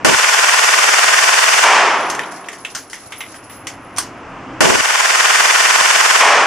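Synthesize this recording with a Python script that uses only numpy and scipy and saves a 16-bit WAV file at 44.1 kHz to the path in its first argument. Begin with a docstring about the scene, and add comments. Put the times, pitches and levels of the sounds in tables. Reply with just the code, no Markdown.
"""Indoor range: a machine pistol fires two bursts of 32 rounds, 20 a second, with a magazine change between.
The blasts clip the microphone: each shot chokes a harsh rasp, and the hall's echoing roar follows each burst.
The reload's knocks, and the clearest ticks of falling cases, are cracks of filtered noise with ringing modes;
the rest of the spent brass ticks and rings on the concrete in a random patter.
Behind it all, coloured noise and wavering tones make the ventilation, which sinks under every shot."""
import sys
import numpy as np
from scipy import signal
from scipy.fft import rfft, irfft, next_fast_len
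from scipy.io import wavfile
from scipy.ndimage import uniform_filter1d

SR = 44100
rng = np.random.default_rng(int(sys.argv[2]) if len(sys.argv) > 2 else 0)


def bounce(signal):
    """Save signal as a 16-bit WAV file at the path given by the first command-line argument."""
    frames = np.transpose(np.atleast_2d(signal))
    limited = np.clip(frames, -1, 1)
    pcm = np.round(limited * 32767).astype(np.int16)
    wavfile.write(sys.argv[1], SR, pcm)


N = 284886
TIME = np.arange(N) / SR

# Spectra set only the shape of a sound; levels in all tables are relative unless said otherwise.
# rush of air: f/Hz, level/dB per Hz
RUSH_SPECTRUM = [(150, -27.5), (250, -4.5), (333, -6), (430, -9.5), (720, -6.5), (1250, -7.5), (1800, -14),
                 (2800, -18), (4000, -35), (5200, -31), (6500, -33.5), (9500, -46), (11500, -57),
                 (14000, -85)]
# rumble of the ducts: f/Hz, level/dB per Hz
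RUMBLE_SPECTRUM = [(15, -44), (25, -7), (54, -12), (113, -1.5), (150, -8), (188, -6.5), (231, -13.5),
                   (266, -0.5), (330, -5.5), (430, -30), (730, -120)]
# hum of the fans: f/Hz, level/dB
FAN_HUM = [(123.3, -48), (193.8, -48), (274.5, -43)]
# ring of a case that lands flat: f/Hz, level/dB, t60/s
FLAT_RING = [(10710, 2, 0.29), (5200, -12, 0.25)]
# ring of a case struck on the rim: f/Hz, level/dB, t60/s
RIM_RING = [(11080, 4, 0.29), (14750, -2, 0.24)]
# cases that land on the rim and ring out: t/s, level/dB
RIM_HITS = [(2.775, -41), (3.18, -36), (3.35, -54), (3.495, -42), (3.55, -44)]
# knocks of the reload, and the clearest ticks of falling cases:
# t/s, knock level/dB, snap level/dB, bright chink level/dB, knock f/Hz, echo level/dB
KNOCKS_AND_TICKS = [(2.099, -20, -17, -30, 1873, -7.5), (2.148, -25, -25, -37, 1685, -10),
                    (2.192, -14.5, -29.5, -44, 1780, -10.5), (2.234, -21.5, -45, -48, 2530, -12),
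                    (2.32, -46, -35, -40, 1776, -7), (2.442, -32.5, -52, -49, 2600, -6),
                    (2.485, -21, -30, -45, 1850, -9.5), (2.529, -34.5, -37.5, -51, 1790, 0.5),
                    (2.648, -18, -33, -49, 2790, -9), (2.749, -27, -21.5, -39, 1505, -1),
                    (2.898, -44, -38, -42, 1630, -1.5), (2.931, -27, -31, -40, 1860, -2),
                    (3.121, -23, -38, -42, 2020, -3), (3.205, -19.5, -37, -41, 2020, -4.5),
                    (3.342, -36, -43, -46, 1580, -3), (3.498, -36, -56, -48, 1910, -0.5),
                    (3.669, -21, -22.5, -31, 1980, -6.5), (3.962, -42, -34, -41, 3340, -2),
                    (3.97, -27.5, -28, -32, 1950, -1), (3.983, -20, -13.5, -12.5, 1150, -6.5)]
# colour of the knock: f/Hz, level/dB per Hz
KNOCK_SPECTRUM = [(150, -27.5), (500, -14.5), (1100, -3), (2100, 4), (3000, 3.5), (4000, -12), (7000, -101)]
# colour of the snap and of the brass patter: f/Hz, level/dB per Hz
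SNAP_SPECTRUM = [(2500, -19.5), (4000, -6.5), (5200, -2), (6300, -1.5), (8300, -10), (10300, -24),
                 (11800, -16), (15000, -35)]
# colour of the bright metallic chink: f/Hz, level/dB per Hz
CHINK_SPECTRUM = [(6000, -14), (8000, 3), (10400, 3.5), (11600, -13), (14500, -16), (15800, -37)]
# metallic ring under the knocks and ticks: f/Hz, level/dB, t60/s
METAL_RING = [(1860, -5, 0.16), (2860, -16, 0.16), (3900, -13.5, 0.1), (5500, -19, 0.13), (6150, 8, 0.082),
              (7430, 1.5, 0.14), (8500, 4, 0.12), (9600, -2, 0.054), (11500, -12, 0.12)]
# decay of the hall: f/Hz, t60/s
HALL_DECAY = [(100, 0.74), (240, 3.75), (420, 1.4), (780, 1.31), (1300, 1.336), (2500, 1.04), (6000, 0.87),
              (12000, 0.49)]
# resonances of the booth: f/Hz, width/Hz, level/dB
BOOTH_MODES = [(1041, 35, -2), (1481, 16.6, -3.5), (1842, 22, -2.5), (3560, 53, 0), (4970, 23, -9),
               (6110, 59, -4)]
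# colour of the hall's roar: f/Hz, level/dB per Hz
ROAR_SPECTRUM = [(59, -51), (100, -36), (241, -27.5), (407, -11), (502, -10), (674, -0.5), (1070, 2.5),
                 (1260, -1), (2370, -2), (3250, -7), (4000, -15), (5480, -8.5), (7050, -11.5),
                 (9460, -15.5), (15000, -33)]
# colour of the overloaded microphone's rasp: f/Hz, level/dB per Hz
RASP_SPECTRUM = [(24, -72), (40, -44.5), (253, -24.5), (438, -11), (548, -11.5), (669, -6), (1340, -4),
                 (1480, -2), (2910, -6), (3920, -16.5), (5030, -9.5), (7320, -11.5), (12700, -24),
                 (14300, -35), (15400, -74)]
# colour of the heavy bass: f/Hz, level/dB per Hz
THUMP_SPECTRUM = [(30, -16.5), (80, -10), (160, -9.5), (350, -2.5), (550, -3), (900, -8), (2000, -56)]
# likeness of left and right in the air: f/Hz, correlation
AIR_LIKENESS = [(100, 0.99), (1000, 0.95), (2500, 0.85), (5000, 0.67), (9000, 0.29), (12000, -0.4)]
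# likeness of left and right in the rasp: f/Hz, correlation
RASP_LIKENESS = [(100, -0.93), (400, -0.66), (800, -0.03), (1400, 0.36), (5000, 0.24), (9000, 0.4),
                 (12000, -0.33)]
# bursts: first shot t/s, last shot t/s, length of the heavy bass/s, dip of the rasp after it/dB
BURSTS = [(0.047, 1.5952, 0.112, 0.5), (4.606, 6.1657, 0.2, 3.6)]
# swells of rush, rumble and the roar's bass after a shot: full level/dB, depth/dB, recovery/(dB per s)
RUSH_SWELL = (-32, 19.35, 6.58)
RUMBLE_SWELL = (-36.5, 26, 8.44)
BOOM_SWELL = (7.2, 14.3, 25.5)

# the action: extra length of the first cycle and slowing per round are shares of a cycle
ROUNDS, FIRST_LAG, SLOWING, JITTER_S = 32, 0.085, 0.0003, 0.0005
# the rasp holds one level, and climbs back to it after its dip
RASP_DB, DIP_S = -9, 0.54
# the bass is heavy only in the first shots of a burst: it sags, then falls away to a trace
THUMP_DB, THUMP_SAG_DB, THUMP_FALL_DB_PER_S, THUMP_TRACE_DB = -12, 11, 720, -44.5
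# decay of the echoes of knocks and ticks in the booth, in seconds
BOOTH_T60 = 0.23
# the patter of cases comes up after a shot, goes on for a while and comes to rest
BRASS_RING_DB, BRASS_TICK_DB, TICK_SAG_DB_PER_S = -46, -42.5, 4
BRASS_EMERGE_S, BRASS_HOP_S, RING_FADE_DB_PER_S, TICK_FADE_DB_PER_S = 0.28, 2.04, 36, 85
EDGE_HZ = 15300  # upper band limit


def gain_of(db):
    """Decibels to amplitude."""
    return 10 ** (np.asarray(db) / 20)


def evened(x):
    """Scales to an rms of 1."""
    return x / np.sqrt(np.mean(x ** 2) + 1e-20)


def read(points, hz):
    """Reads a table on a log-frequency axis."""
    f, value = np.transpose(points)
    return np.interp(np.log(hz + 1), np.log(f + 1), value)


def add(mix, s, sound):
    """Mixes a stereo sound in at second s."""
    part = mix[:, max(round(s * SR), 0):][:, :sound.shape[1]]
    part += sound[:, :part.shape[1]]


def lowpass(x, hz, order):
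    """Zero-phase low-pass, so that low and high parts can be split and summed again."""
    return signal.sosfiltfilt(signal.butter(order, hz, fs=SR, output="sos"), x)


def colour(x, spectrum, size=4096):
    """Causal minimum-phase filter with the given spectrum; white noise keeps its power."""
    level_db = np.maximum(read(spectrum, abs(np.fft.fftfreq(size, 1 / SR))), -100)
    response = np.exp(np.conj(signal.hilbert(np.log(gain_of(level_db)))))
    taps = np.fft.ifft(response).real[:size // 2]
    return signal.oaconvolve(x, taps[None] / np.linalg.norm(taps), axes=1)[:, :x.shape[1]]


def pair(x, likeness):
    """Blends two channels as mid and side; unrelated ones take on the given left-right likeness."""
    size = next_fast_len(x.shape[1])
    same = np.clip(read(likeness, np.fft.rfftfreq(size, 1 / SR)), -1, 1)
    mid, side = rfft(x, size) * np.sqrt([(1 + same) / 2, (1 - same) / 2])
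    return irfft([mid + side, mid - side], size)[:, :x.shape[1]]


def resonance(x, hz, width):
    """Band-pass with a gain of 1 at its centre."""
    return signal.lfilter(*signal.iirpeak(hz, hz / width, SR), x)


def ring(modes, t, spread):
    """Dying modes, detuned together off their usual pitch, in a random phase at each ear."""
    detune = 1 + spread * rng.uniform(-0.89, 1)
    sound = 0
    for hz, db, t60 in modes:
        phase = rng.random((2, 1))
        sound = sound + gain_of(db - 60 * t / t60) * np.sin(2 * np.pi * (hz * detune * t + phase))
    return sound


def time_since(moments):
    """Seconds since the latest of the moments; long ago before the first."""
    moments = np.append(-N / SR, moments)
    return TIME - moments[np.searchsorted(moments, TIME, "right") - 1]


def swell(since, full_db, depth_db, db_per_s):
    """Gain that is low at a shot and climbs steadily back to its full level."""
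    return gain_of(full_db - np.maximum(depth_db - db_per_s * since, 0))


def ventilation(since, hum_db=35, waver_hz=1.58):
    """Rush of air, rumble of ducts and wavering fan hum, sinking under each shot and swelling back."""
    rush = colour(pair(rng.standard_normal((2, N)), AIR_LIKENESS), RUSH_SPECTRUM)
    rumble = colour(pair(rng.standard_normal((2, N)), AIR_LIKENESS), RUMBLE_SPECTRUM)
    for hz, db in FAN_HUM:
        drift = waver_hz * evened(uniform_filter1d(rng.standard_normal(N), SR // 8))
        rumble = rumble + gain_of(db + hum_db) * np.sin(2 * np.pi * np.cumsum(hz + drift) / SR)
    return rush * swell(since, *RUSH_SWELL) + rumble * swell(since, *RUMBLE_SWELL)


def brass(since, per_s=70, tick_t60=0.22, force_db=8, rise=0.002, count=8, size=14000):
    """Cases hop on the concrete: each touch ticks and rings at that case's own pitch; rim hits sing out."""
    rings, pings = np.zeros((2, N)), np.zeros((2, N))
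    t = np.arange(size) / SR
    attack = 1 - np.exp(-t / rise)
    touches = (rng.random(N) < per_s / SR) * gain_of(-force_db * rng.random(N))
    case = rng.integers(0, count, N)
    for k in range(count):
        case_ring = attack * ring(FLAT_RING, t, spread=0.014)
        rings += signal.oaconvolve((touches * (case == k))[None], case_ring, axes=1)[:, :N]

    # tick amplitude follows the square of the force, so harder touches stand out
    tick_power = signal.oaconvolve(touches ** 4, gain_of(-60 * t / tick_t60) ** 2)[:N]
    ticks = colour(np.sqrt(abs(tick_power)) * rng.standard_normal((2, N)), SNAP_SPECTRUM)
    for s, db in RIM_HITS:
        add(pings, s, gain_of(db) * attack * ring(RIM_RING, t, spread=.006))

    heard = np.minimum(since / BRASS_EMERGE_S, 1)
    resting = np.maximum(since - BRASS_HOP_S, 0)
    ring_db = BRASS_RING_DB - RING_FADE_DB_PER_S * resting
    tick_db = BRASS_TICK_DB - TICK_SAG_DB_PER_S * since - TICK_FADE_DB_PER_S * resting
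    return pings + heard * (evened(rings) * gain_of(ring_db) + evened(ticks) * gain_of(tick_db))


def knocks_and_ticks(knock_db=-2, snap_db=-1, chink_db=1, chink_t60=0.4, ring_db=-12, body_db=-3,
                     body_hz=260, crack_db=4, crack_t60=0.023, rise=0.0011, grain_db=2, size=12000):
    """A short crack and its uneven echoes in the booth; the struck part resonates and its metal rings."""
    out, t = np.zeros((2, N)), np.arange(size) / SR
    for s, knock, snap, chink, pitch, echo in KNOCKS_AND_TICKS:
        shape = np.hypot(gain_of(crack_db - 60 * t / crack_t60), gain_of(echo - 60 * t / BOOTH_T60))
        unevenness = evened(uniform_filter1d(rng.standard_normal(size), 40))
        grains = evened(gain_of(grain_db * unevenness))
        blow = pair(rng.standard_normal((2, size)), AIR_LIKENESS) * shape * grains
        # make up the power lost in the narrow band
        body = resonance(blow, pitch, body_hz) * np.sqrt(SR / np.pi / body_hz)
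        sound = gain_of(knock + knock_db) * colour(blow, KNOCK_SPECTRUM)
        sound += gain_of(knock + body_db) * body
        sound += gain_of(snap + snap_db) * colour(blow, SNAP_SPECTRUM)
        sound += gain_of(chink + chink_db - 60 * t / chink_t60) * colour(blow, CHINK_SPECTRUM)
        # low modes follow the knock, high ones the snap
        modes = [(hz, db + ring_db + (knock if hz < 4000 else snap), t60) for hz, db, t60 in METAL_RING]
        sound += ring(modes, t, spread=.03)
        add(out, s, sound * (1 - np.exp(-t / rise)))
    return out


def shot_times():
    """The slide cycles almost evenly: a slow first cycle, then a slight slowing as the magazine empties."""
    k = np.arange(ROUNDS - 1)
    progress = np.append(0, np.cumsum(1 + SLOWING * k + FIRST_LAG * (k == 0)))
    progress = progress / progress[-1]
    # the first and last shots keep their exact times
    jitter = JITTER_S * np.pad(rng.standard_normal((len(BURSTS), ROUNDS - 2)), ((0, 0), (1, 1)))
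    return np.ravel([first + (last - first) * progress for first, last, *_ in BURSTS] + jitter)


def hall_response(early_db, early_t60=0.11, linger_db=-27, linger=2.02, size=88200):
    """Dense echoes: an early part from the booth, then a tail dying band by band, lingering down the range."""
    hz, t, z = signal.stft(rng.standard_normal((2, size)), SR, nperseg=256)
    fall_db = -60 * t / read(HALL_DECAY, hz)[:, None]
    tail = np.hypot(gain_of(fall_db), gain_of(linger_db + fall_db / linger))
    early = gain_of(early_db - 60 * t / early_t60)
    return signal.istft(z * np.hypot(tail, early), SR, nperseg=256)[1]


def pressure(shots, stray=1.36, count=8):
    """Every shot wakes one shared set of echoes, plus one of several others, picked at random for each shot."""
    shared = hall_response(early_db=9)
    others = [hall_response(early_db=-1.0) for _ in range(count)]
    out = np.zeros((2, N))
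    for s, pick in zip(shots, rng.integers(0, count, len(shots))):
        add(out, s, shared + stray * others[pick])
    # rms of 1 over a second of the first burst
    return out / np.sqrt(np.mean(out[:, SR // 2:3 * SR // 2] ** 2))


def burst_levels():
    """Gains of rasp and bass: a burst opens with heavy bass, and the rasp dips as that bass gives out."""
    rasp_db, thump_db = np.full(N, RASP_DB, float), np.full(N, THUMP_TRACE_DB, float)
    for first, _, heavy, dip_db in BURSTS:
        age = TIME - first
        rasp_db -= dip_db * np.interp(age, [0, heavy, heavy + DIP_S], [0, 1, 0])
        sag_db = THUMP_SAG_DB * (age / heavy) ** 2
        bass_db = THUMP_DB - sag_db - THUMP_FALL_DB_PER_S * np.maximum(age - heavy, 0)
        thump_db = np.where(age >= 0, np.maximum(bass_db, THUMP_TRACE_DB), thump_db)
    return gain_of(rasp_db), gain_of(thump_db)


def overloaded(air, since, drive=2.11, choke_db=8.0, treble_choke_db=4.0, hold=0.025, recover=0.055,
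               settle=0.017, stall_db=3, stall=0.0038, split_hz=3900, low_hz=110, top=0.94):
    """The microphone clips; each blast pins it, so the sound drops, most below the treble, and swells back."""
    air = air + sum(gain_of(db) * resonance(air, hz, width) for hz, width, db in BOOTH_MODES)
    clipped = pair(np.tanh(drive * air), RASP_LIKENESS)
    rasp = colour(clipped, RASP_SPECTRUM)
    middle = lowpass(rasp, split_hz, order=3)
    treble = rasp - middle

    # the first blast of a burst meets a microphone at rest
    loaded = 1 - np.exp(-time_since([first for first, *_ in BURSTS]) / settle)
    pinned = loaded * uniform_filter1d(np.clip((recover - since) / (recover - hold), 0, 1), 60)
    # a brief extra drop, deepest at the blast itself
    dropout = gain_of(-stall_db * loaded * uniform_filter1d(np.exp(-since / stall), 60))

    body = middle * gain_of(5.0 - choke_db * pinned) + treble * gain_of(3 - treble_choke_db * pinned)
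    thump = colour(clipped, THUMP_SPECTRUM) * gain_of(6 - 5 * pinned)
    rasp_gain, thump_gain = burst_levels()
    body = np.clip(dropout * body * rasp_gain, -top, top)
    thin = signal.sosfilt(signal.butter(3, low_hz, "high", fs=SR, output="sos"), body)
    return thin + dropout * thump * thump_gain


def gunfire(shots, since, roar_db=-8.5, ceiling_db=-10.5, release=0.042, fade=0.0081, boom_hz=290):
    """Rasp while shots come; then the hall's roar, held at a ceiling until it dies down, bass returning last."""
    air = pressure(shots)
    firing = sum((TIME > first) & (TIME < last) for first, last, *_ in BURSTS)
    free = np.clip((since - release) / fade, 0, 1) * (1 - firing)

    roar = colour(pair(air, AIR_LIKENESS), ROAR_SPECTRUM)
    boom = lowpass(roar, boom_hz, order=4)
    roar = roar - boom + boom * swell(since, *BOOM_SWELL)
    power = abs(uniform_filter1d((roar ** 2).mean(0), 900))
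    roar = roar / np.sqrt(np.hypot(power, gain_of(ceiling_db) ** 2))  # soft limiter
    # equal-power crossfade from rasp to roar
    return overloaded(air, since) * np.sqrt(1 - free) + gain_of(roar_db) * roar * np.sqrt(free)


def scene():
    """Ventilation, brass, reload and gun."""
    shots = shot_times()
    since = time_since(shots)
    return ventilation(since) + brass(since) + knocks_and_ticks() + gunfire(shots, since)


def record(dry):
    """Peaks flatten at full scale; then the band limit."""
    taps = signal.firwin(255, EDGE_HZ, window=("kaiser", 8), fs=SR)
    return signal.oaconvolve(np.clip(dry, -1, 1), taps[None], "same", axes=1)


dry = scene()
out = record(dry)
bounce(out)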